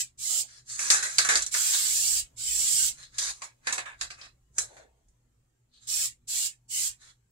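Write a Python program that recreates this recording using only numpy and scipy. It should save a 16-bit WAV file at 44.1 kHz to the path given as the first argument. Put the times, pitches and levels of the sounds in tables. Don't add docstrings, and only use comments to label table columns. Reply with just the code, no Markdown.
import sys
import numpy as np
from scipy import signal
from scipy.fft import rfft, irfft
from scipy.io import wavfile
from scipy.ndimage import uniform_filter1d, map_coordinates

SR = 44100
rng = np.random.default_rng(int(sys.argv[2]) if len(sys.argv) > 2 else 0)


def master(y):
    cut = np.clip(np.atleast_2d(y).T, -1, 1)
    pcm = np.round(cut * 32767)
    wavfile.write(sys.argv[1], SR, pcm.astype(np.int16))


def volts_from_db(level):
    exponent = np.asarray(level, float) / 20
    return 10 ** exponent


N = 322365

# opening in seconds, shutting in seconds, full jet level in dB,
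# valve travel in seconds, pressure build-up in seconds.
NOZZLE_PRESSES = [
    (-.3, 0.017, -32, .01, 0.044),
    (0.174, 0.409, -27, 0.014, 0.12),
    (1.506, 2.196, -28.5, 0.0053, 0.031),
    (2.361, 2.884, -26, .012, 0.2),
    (5.867, 6.061, -29.5, 0.0034, .03),
    (6.27, 6.469, -30, 0.0054, 0.037),
    (6.68, 6.88, -30, 0.014, 0.048),
]
# frequency in Hz, density in dB per Hz.
JET_DB_PER_HZ = [(1760, -43.5), (3000, -17), (3360, -16), (4510, -8.5), (5790, -7), (6180, -7), (7480, 1),
                 (8290, -3.5), (9340, -10), (11000, -18.5), (14300, -59.5), (22000, -120)]
# frequency in Hz, density in dB per Hz.
JET_BODY_DB_PER_HZ = [(150, -53), (250, -30), (348, -26.5), (969, -16.5), (1530, -9), (2090, -1.5),
                      (3200, 1.5), (4160, -9.5), (7040, -120)]
# frequency in Hz, density in dB per Hz.
FIZZ_DB_PER_HZ = [(6200, -36.5), (10500, 3.5), (13200, 1.5), (15700, -1), (17000, -6)]
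# time in seconds, peak in dB, can body re peak in dB, wall ring re peak in dB,
# left-right difference in dB.
BALL_KNOCKS = [(0.7915, -15, -3.5, -24, -3), (0.9011, -6.5, -9, 1, -1), (1.0257, -20, -9.5, -18, -9),
               (1.1825, -6, -6, 0.5, -2), (1.249, -27.5, -2, -6, -2.5), (1.288, -23, -14, -11.5, -24),
               (1.3555, -11, -13.5, -0.5, -6), (1.4218, -16, -33.5, -23, -10), (1.4631, -17, -30, -13, -3),
               (1.5398, -13, -11, -28, 2), (1.736, -26.5, -28, -19, -1), (3.1843, -16.5, -8, -4, -1),
               (3.4191, -32.5, 1.5, -28.5, 15), (3.67, -36, 1, 8, 0), (3.7245, -14, -13, -12, -3),
               (3.7804, -27.5, 1, -29, -12), (3.8554, -54, 17, 5, -12), (3.8987, -65, 21, -2.5, -1),
               (4.0105, -26, -3, 3, -1), (4.1058, -45.5, 20.5, 6, -3), (4.212, -50, -27, 10.5, 10),
               (4.5826, -13, -7, -18, -5), (5.0848, -60, -19.5, -18, -10)]
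# delay in ms, level in dB.
ECHOES = [(1.9, -14.5), (2.6, -8.5), (4.2, -5), (6.4, -14), (9.5, -13.5), (13, -14.5), (19.5, -14)]
# time in seconds, rim zone in dB, can body re rim in dB,
# wall ring re rim in dB, fade in dB per second.
CONTACT_WASHES = [(.903, -19.5, -7.5, -9.5, 68), (1.028, -29, -5.5, -10.5, 149),
                  (1.185, -20, -6.5, -3.5, 261), (1.248, -29, -2, -10, 202), (1.289, -24.5, -0.5, -8, 65),
                  (1.355, -22, -12, -7, 243.5), (1.423, -31, -25, -9.5, 414), (1.465, -34, -18, -14, 411),
                  (1.543, -30.5, -3.5, -5, 304), (1.736, -30, -6.5, 0, 310),
                  (3.183, -28.5, -14.5, -5.5, 200), (3.419, -46.5, 4.5, -3, 236), (3.67, -32, 3, -4, 236),
                  (3.728, -30.5, -6, -9, 243), (3.78, -36.5, 5, -3.5, 321), (3.857, -53, 12, 1.5, 147),
                  (4.012, -34.5, -1.5, -3, 292), (4.104, -49.5, 6, 1.5, 274),
                  (4.214, -58.5, 6.5, 10.5, 251), (4.583, -26, -14.5, -16, 250),
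                  (4.767, -58.5, 3.5, -5, 148), (3.029, -55.5, -9, 1.5, 211),
                  (5.084, -72.5, -19, -20, 250.5)]
# start in seconds, end in seconds, rim zone in dB,
# can body re rim in dB, wall ring re rim in dB.
PAINT_SLIDES = [(0.488, 0.595, -59, -6, 0.5), (0.7, 0.764, -40.5, -16.5, -8.5),
                (0.803, 0.903, -32, -8.5, -9.5), (1.043, 1.164, -38, -13.5, -12.5),
                (2.984, 3.04, -56, -2, -3.5), (1.55, 1.896, -52.5, 7, 11.5), (3.146, 3.18, -57, -2.5, -2.5),
                (2.95, 3, -59.5, -20.5, -10), (3.219, 3.305, -34.5, -9, -5.5), (3.35, 3.385, -57, -10, -11),
                (3.442, 3.445, -44, -7.5, -9.5), (4.188, 4.216, -61, 9, -7), (4.24, 4.265, -61, 9.5, 3.5),
                (4.684, 4.762, -63, -5, -7), (5.743, 5.787, -73, -8, 7.5),
                (5.827, 5.87, -61.5, -11.5, -3.5), (7.019, 7.104, -59, -2.5, -3)]
# start in seconds,
# end in seconds, level in dB, fall in dB per second.
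DULL_RUBS = [
    (0.294, 0.44, -60.5, 400),
    (2.755, 2.91, -69.5, 398.5),
    (1.355, 1.362, -44.5, 497),
    (3.78, 3.78, -46.5, 357),
    (4.59, 4.638, -56, 300),
    (4.708, 4.805, -59, 118),
]
# frequency in Hz, density in dB per Hz.
RIM_DB_PER_HZ = [(3300, -33.5), (5600, -2.5), (6300, 2.5), (7400, 3), (8300, -2), (10300, -8.5),
                 (12000, -24), (14000, -32), (16000, -35)]
# frequency in Hz, density in dB per Hz.
BODY_DB_PER_HZ = [(560, -27.5), (1000, -11), (1250, -3.5), (1660, -7), (2080, -4.5), (2550, -4.5),
                  (3600, -32.5), (6200, -100)]
# frequency in Hz, density in dB per Hz.
THUD_DB_PER_HZ = [(100, -37.5), (200, -20.5), (330, -5), (480, 2), (700, 5.5), (950, -3), (1300, -30.5),
                  (2500, -79.5)]
# centre in Hz, width in Hz.
WALL_RINGS = [(3600, 490), (4100, 600), (4700, 1000), (5300, 1100)]
# time in seconds, centre in Hz.
GRIP_HZ = [(.5, 4880), (.88, 4550), (.91, 4900), (1.04, 4200), (1.17, 4330), (1.191, 4870), (1.288, 3900),
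           (1.359, 4720), (1.47, 4250), (3, 4200), (3.2, 4710), (3.45, 4360), (3.75, 4320), (3.9, 3380),
           (4.02, 4650), (4.25, 4630), (4.8, 3940), (5.8, 4150)]
# centre in Hz, width in Hz.
BELLY_RINGS = [(1150, 320), (1660, 310), (2550, 170)]
# time in seconds, centre in Hz.
FINGERS_HZ = [(.6, 1670), (1.1, 1660), (3.099, 1700), (3.25, 1820), (3.4, 1200), (3.5, 1220), (3.65, 1673),
              (3.759, 1427), (3.95, 1550), (4.01, 2320), (4.301, 2550), (4.55, 1690), (7.3, 1910)]
# frequency in Hz, level in dB, t60 in seconds.
STEEL_MODES = [(344, -11.5, .09), (482.4, -7, 0.075), (1290, -5.5, 0.071), (1676, 1.5, 0.059),
               (1820, -2.5, 0.081), (2550, -5.5, .07), (3930, -5.5, 0.061), (4330, -4, .06),
               (4840, -3, .05)]
# time in seconds, level in dB.
HARD_CONTACTS = [
    (0.9025, -31),
    (1.1842, -37),
    (1.288, -38),
    (1.3566, -30),
    (3.67, -40),
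    (3.779, -43),
    (4.0117, -55),
    (4.2117, -58.5),
    (4.5805, -38),
]
# frequency in Hz, level in dB rms.
HUM_PARTIALS = [(59.8, -78), (119.8, -66.5), (239.6, -82)]
# frequency in Hz, density in dB per Hz.
RUMBLE_DB_PER_HZ = [(12, -48), (20, -10), (64, -3.5), (91, -21), (109, -5), (201, -21), (242, -27.5),
                    (400, -28.5), (520, -63), (880, -120)]
# time in seconds, level in dB.
STEPS = [(1.4, -60), (2.179, -55), (2.56, -55.5), (3.25, -57.5), (4.05, -61), (5.09, -62), (5.95, -60),
         (6.9, -63)]
# frequency in Hz, density in dB per Hz.
SLAB_DB_PER_HZ = [(12, -30), (30, -4), (55, 1), (80, -14), (130, -45), (300, -100)]
# time in seconds, level in dB.
HISS_LEFT_DB = [(0, -78), (2.3, -71.5), (3.55, -71), (4.4, -76.5), (5.3, -78), (7.31, -77.5)]
# frequency in Hz, density in dB per Hz.
HISS_DB_PER_HZ = [(120, -45.5), (240, -10), (330, -12.5), (600, -17.5), (2000, -24), (5000, -28.5),
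                  (6300, -23.5), (7500, -18.5), (8700, -26), (11000, -31.5), (16000, -34.5)]

LAG = 11
VALVE_DB, BUILD_DB = 32, 14
SHUT_DB_PER_S, SAG_DB, SAG_S = 439, 1.5, 0.041
LOW_RE_JET_DB, BODY_LINGERS = -17, 0.31
FIZZ_RE_JET_DB, FIZZ_LOSS_DB_PER_DB = -12.5, 0.34
ROLL_DB, ROLL_DB_PER_S = -19.5, 651
CURL_DB_PER_S2 = 900.5
FADE_SPEEDS = [[1], [0.83], [0.87], [0.72]]
THUD_RE_BODY_DB = -18
SLIDE_RISE_DB_PER_S, SLIDE_SAG_DB_PER_S, SLIDE_FALL_DB_PER_S = 650, 13, 400
RUMBLE_DB, STEP_S = -67.5, 0.0677
OPENS_DB_PER_DB, OPEN_S = 0.15, 0.15
TOP_HZ = 15850


def spray():
    jet, low, top = pressure() * volts_from_db(0.23 * wobble(60) + 0.23 * wobble(15))
    hiss = volts_from_db(3.5) * jet * coloured(grain(0.13, 4.5), JET_DB_PER_HZ) * volts_from_db([[-1.9], [1.9]])
    body = volts_from_db(4.5) * low * coloured(grain(0.54, 8.0), JET_BODY_DB_PER_HZ)
    fizz = volts_from_db(5.5) * top * coloured(grain(0.28, 4.5), FIZZ_DB_PER_HZ) * volts_from_db([[-1.4], [1.4]])
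    return hiss + body + fizz


def pressure():
    t, gains = control_times(), 0
    for opens, shuts, db, valve_s, build_s in NOZZLE_PRESSES:
        since = np.maximum(t - opens, 0)
        weak = VALVE_DB * np.exp(-since / valve_s) + BUILD_DB * np.exp(-since / build_s)
        weak = weak + SAG_DB * np.exp(np.minimum(t - shuts, 0) / SAG_S)
        shut = SHUT_DB_PER_S * np.maximum(t - shuts, 0)
        jet = db - weak - shut
        low = jet + LOW_RE_JET_DB + BODY_LINGERS * np.minimum(shut, 30) - 0.17 * np.minimum(weak, 15)
        fizz = jet + FIZZ_RE_JET_DB - FIZZ_LOSS_DB_PER_DB * np.minimum(weak + shut, 25)
        gains = gains + (t > opens) * volts_from_db([jet, low, fizz])
    return full_rate(gains)


def knocks():
    drive = np.zeros((3, 2, N + SR))
    for s, db, body_db, wall_db, pan_db in BALL_KNOCKS:
        zone_db = np.reshape([5.5, body_db + 7.0, wall_db + 7.5], (3, 1))
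        for delay_ms, echo_db in [(0, 0)] + list(ECHOES):
            size = volts_from_db(db + echo_db + rng.normal(0, 0.73, (3, 2)) + zone_db)
            left, right = round((s + delay_ms / 1000) * SR) + rng.integers(-8, 9, 2)
            drive[:, 0, left + LAG] += size[:, 0] * volts_from_db(pan_db / 2)
            drive[:, 1, right] += size[:, 1] * volts_from_db(-pan_db / 2)
    t = np.arange(110) / SR
    spread = signal.chirp(t, 12500, t[-1], 600) * np.hanning(len(t)) ** 0.4
    spread = spread / np.linalg.norm(spread)
    rim, body, wall = signal.fftconvolve(drive, spread[None, None], axes=2)[..., :N]
    return coloured(rim, RIM_DB_PER_HZ) + coloured(body, BODY_DB_PER_HZ) + ring(wall, WALL_RINGS, GRIP_HZ)


def steel():
    out, t = np.zeros((2, N + SR)), np.arange(SR // 4) / SR
    hz, level_db, t60_s = np.transpose(STEEL_MODES)[:, :, None]
    for s, db in HARD_CONTACTS:
        strength, detune, phase = rng.standard_normal((3, len(STEEL_MODES), 1))
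        size = volts_from_db(db + level_db + 3 * strength - 60 * t / t60_s) * (1 - np.exp(-t / 0.0011))
        angle = 2 * np.pi * hz * (1 + 0.016 * detune) * t
        for port in (0, 1):
            out[port, round(s * SR):][:len(t)] += (size * np.sin(angle + port * phase)).sum(0)
    return out[:, :N]


def slosh():
    rim, body, wall, thud = handling() * unit(volts_from_db(0.5 * wobble(300) + 0.2 * wobble(40)))
    rim = rim * coloured(grain(0.35, 5.0), RIM_DB_PER_HZ) * volts_from_db([[-1.3], [1.3]])
    wall = wall * ring(grain(0.35, 5.0), WALL_RINGS, GRIP_HZ)
    belly = grain(0.4, 3.5)
    belly = coloured(belly, BODY_DB_PER_HZ) + ring(belly, BELLY_RINGS, FINGERS_HZ)
    thud = volts_from_db(-0.5) * thud * coloured(grain(0.54, 5.0), THUD_DB_PER_HZ)
    return volts_from_db(2.5) * (rim + wall + volts_from_db(-4.5) * body * belly + thud)


def handling():
    t, power = control_times(), 0

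    def zones(db, body_db, wall_db):
        return db + np.array([[0], [body_db], [wall_db], [body_db + THUD_RE_BODY_DB]])

    for s, db, body_db, wall_db, fade in CONTACT_WASHES:
        since = np.clip(t - s, -0.2, 0.5)
        before = ROLL_DB + ROLL_DB_PER_S * since
        after = -(fade * since + CURL_DB_PER_S2 * since ** 2) * FADE_SPEEDS
        power = power + volts_from_db(zones(db, body_db, wall_db) + np.where(since < 0, before, after)) ** 2
    for start, end, db, body_db, wall_db in PAINT_SLIDES:
        power = power + volts_from_db(zones(db, body_db, wall_db) + plateau(t, start, end, SLIDE_FALL_DB_PER_S)) ** 2
    for start, end, db, fall in DULL_RUBS:
        power[3] += volts_from_db(db + plateau(t, start, end, fall)) ** 2
    return full_rate(np.sqrt(power))


def plateau(t, start, end, fall_db_per_s):
    rise = SLIDE_RISE_DB_PER_S * np.maximum(start - t, 0)
    sag = SLIDE_SAG_DB_PER_S * np.clip(t - start, 0, end - start)
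    return -rise - sag - fall_db_per_s * np.maximum(t - end, 0)


def ring(x, modes, held):
    centre_hz = np.interp(np.arange(N) / SR, *np.transpose(held))
    where = np.interp(centre_hz, [hz for hz, _ in modes], range(len(modes)))
    out = 0
    for k, (hz, width) in enumerate(modes):
        skirt = [(hz / 3, -45), (hz - 2 * width, -17), (hz - width / 2, -4), (hz, 0),
                 (hz + width / 2, -4), (hz + 2 * width, -16), (hz * 3, -60)]
        out = out + np.sqrt(np.clip(1 - abs(where - k), 0, 1)) * coloured(x, skirt)
    return out


def garage(opening):
    t = np.arange(N) / SR
    hum = 0
    for hz, db in HUM_PARTIALS:
        hum = hum + volts_from_db(db - 2.5 + 4.4 * wobble(18)) * np.sin(2 * np.pi * hz * t + 0.6 * wobble(14))
    swell = volts_from_db(RUMBLE_DB + 3 * wobble(2.9))
    steps = sum(volts_from_db(db) * np.exp(-((t - s) / STEP_S) ** 2) for s, db in STEPS)
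    low = rng.standard_normal(N) + 0.16 * rng.standard_normal((2, N))
    rumble = swell * unit(coloured(low, RUMBLE_DB_PER_HZ))
    rumble = rumble + steps * unit(coloured(low[:, ::-1], SLAB_DB_PER_HZ))
    hiss_gain = volts_from_db(np.interp(t, *np.transpose(HISS_LEFT_DB)) + wobble(4.5))
    hiss = hiss_gain * coloured(patchy(rng.standard_normal((2, N)), 4.5), HISS_DB_PER_HZ)
    return opening * (hum + rumble) + hiss


def grain(direct, patchy_db):
    return patchy(ports(direct), patchy_db)


def ports(direct):
    straight, *rest = rng.standard_normal((3, N))
    both = np.array([np.roll(straight, LAG), straight])
    return np.sqrt(direct) * both + np.sqrt(1 - direct) * np.array(rest)


def patchy(x, patchy_db):
    z = signal.stft(np.float32(x), nperseg=1024)[2]
    field = np.float32(rng.standard_normal(z.shape))
    field = unit(uniform_filter1d(uniform_filter1d(field, 2, 1), 8, 2))
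    field = field - 0.6 * np.minimum(field + 0.7, 0) ** 2
    return unit(signal.istft(z * np.float32(volts_from_db(patchy_db * field)), nperseg=1024)[1][:, :x.shape[1]])


def coloured(x, points):
    gain = np.maximum(volts_from_db(along(points, np.fft.rfftfreq(4096, 1 / SR))), 1e-3)
    cepstrum = irfft(np.log(gain))
    cepstrum[1:2048] *= 2
    cepstrum[2049:] = 0
    h = irfft(np.exp(rfft(cepstrum)))
    h = h[:64 + np.searchsorted(np.cumsum(h ** 2), (1 - 1e-6) * h @ h)]
    h = (h / np.linalg.norm(h)).astype(x.dtype)
    return signal.oaconvolve(x, h.reshape((1,) * (x.ndim - 1) + (-1,)), axes=-1)[..., :x.shape[-1]]


def along(points, hz):
    f, v = np.transpose(points)
    return np.interp(np.log(hz + 1), np.log(f + 1), v)


def wobble(rate_hz):
    knots = rng.standard_normal(int(N * rate_hz / SR) + 4)
    return map_coordinates(knots, [np.arange(N) * rate_hz / SR])


def unit(x):
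    return x / np.sqrt(np.mean(x ** 2) + 1e-20)


def control_times():
    return np.arange(0, N, 16) / SR


def full_rate(gains):
    return np.array([np.interp(np.arange(N) / SR, control_times(), g) for g in gains])


def scene():
    can = spray() + slosh() + knocks()
    power = uniform_filter1d((can ** 2).mean(0), round(OPEN_S * SR))
    loud_db = 10 * np.log10(abs(power) + 1e-7)
    return can + garage(volts_from_db(OPENS_DB_PER_DB * (loud_db + 41))) + steel()


def low_pass(x):
    return signal.sosfilt(signal.butter(12, 17030, fs=SR, output="sos"), x)


def record(dry):
    soft = dry / (1 + np.abs(dry / 0.88) ** 5) ** (1 / 5)
    band = np.clip((TOP_HZ - np.fft.rfftfreq(N, 1 / SR)) / 150, 0, 1)
    return low_pass(irfft(rfft(soft) * band, N))


dry = scene()
out = record(dry)
master(out)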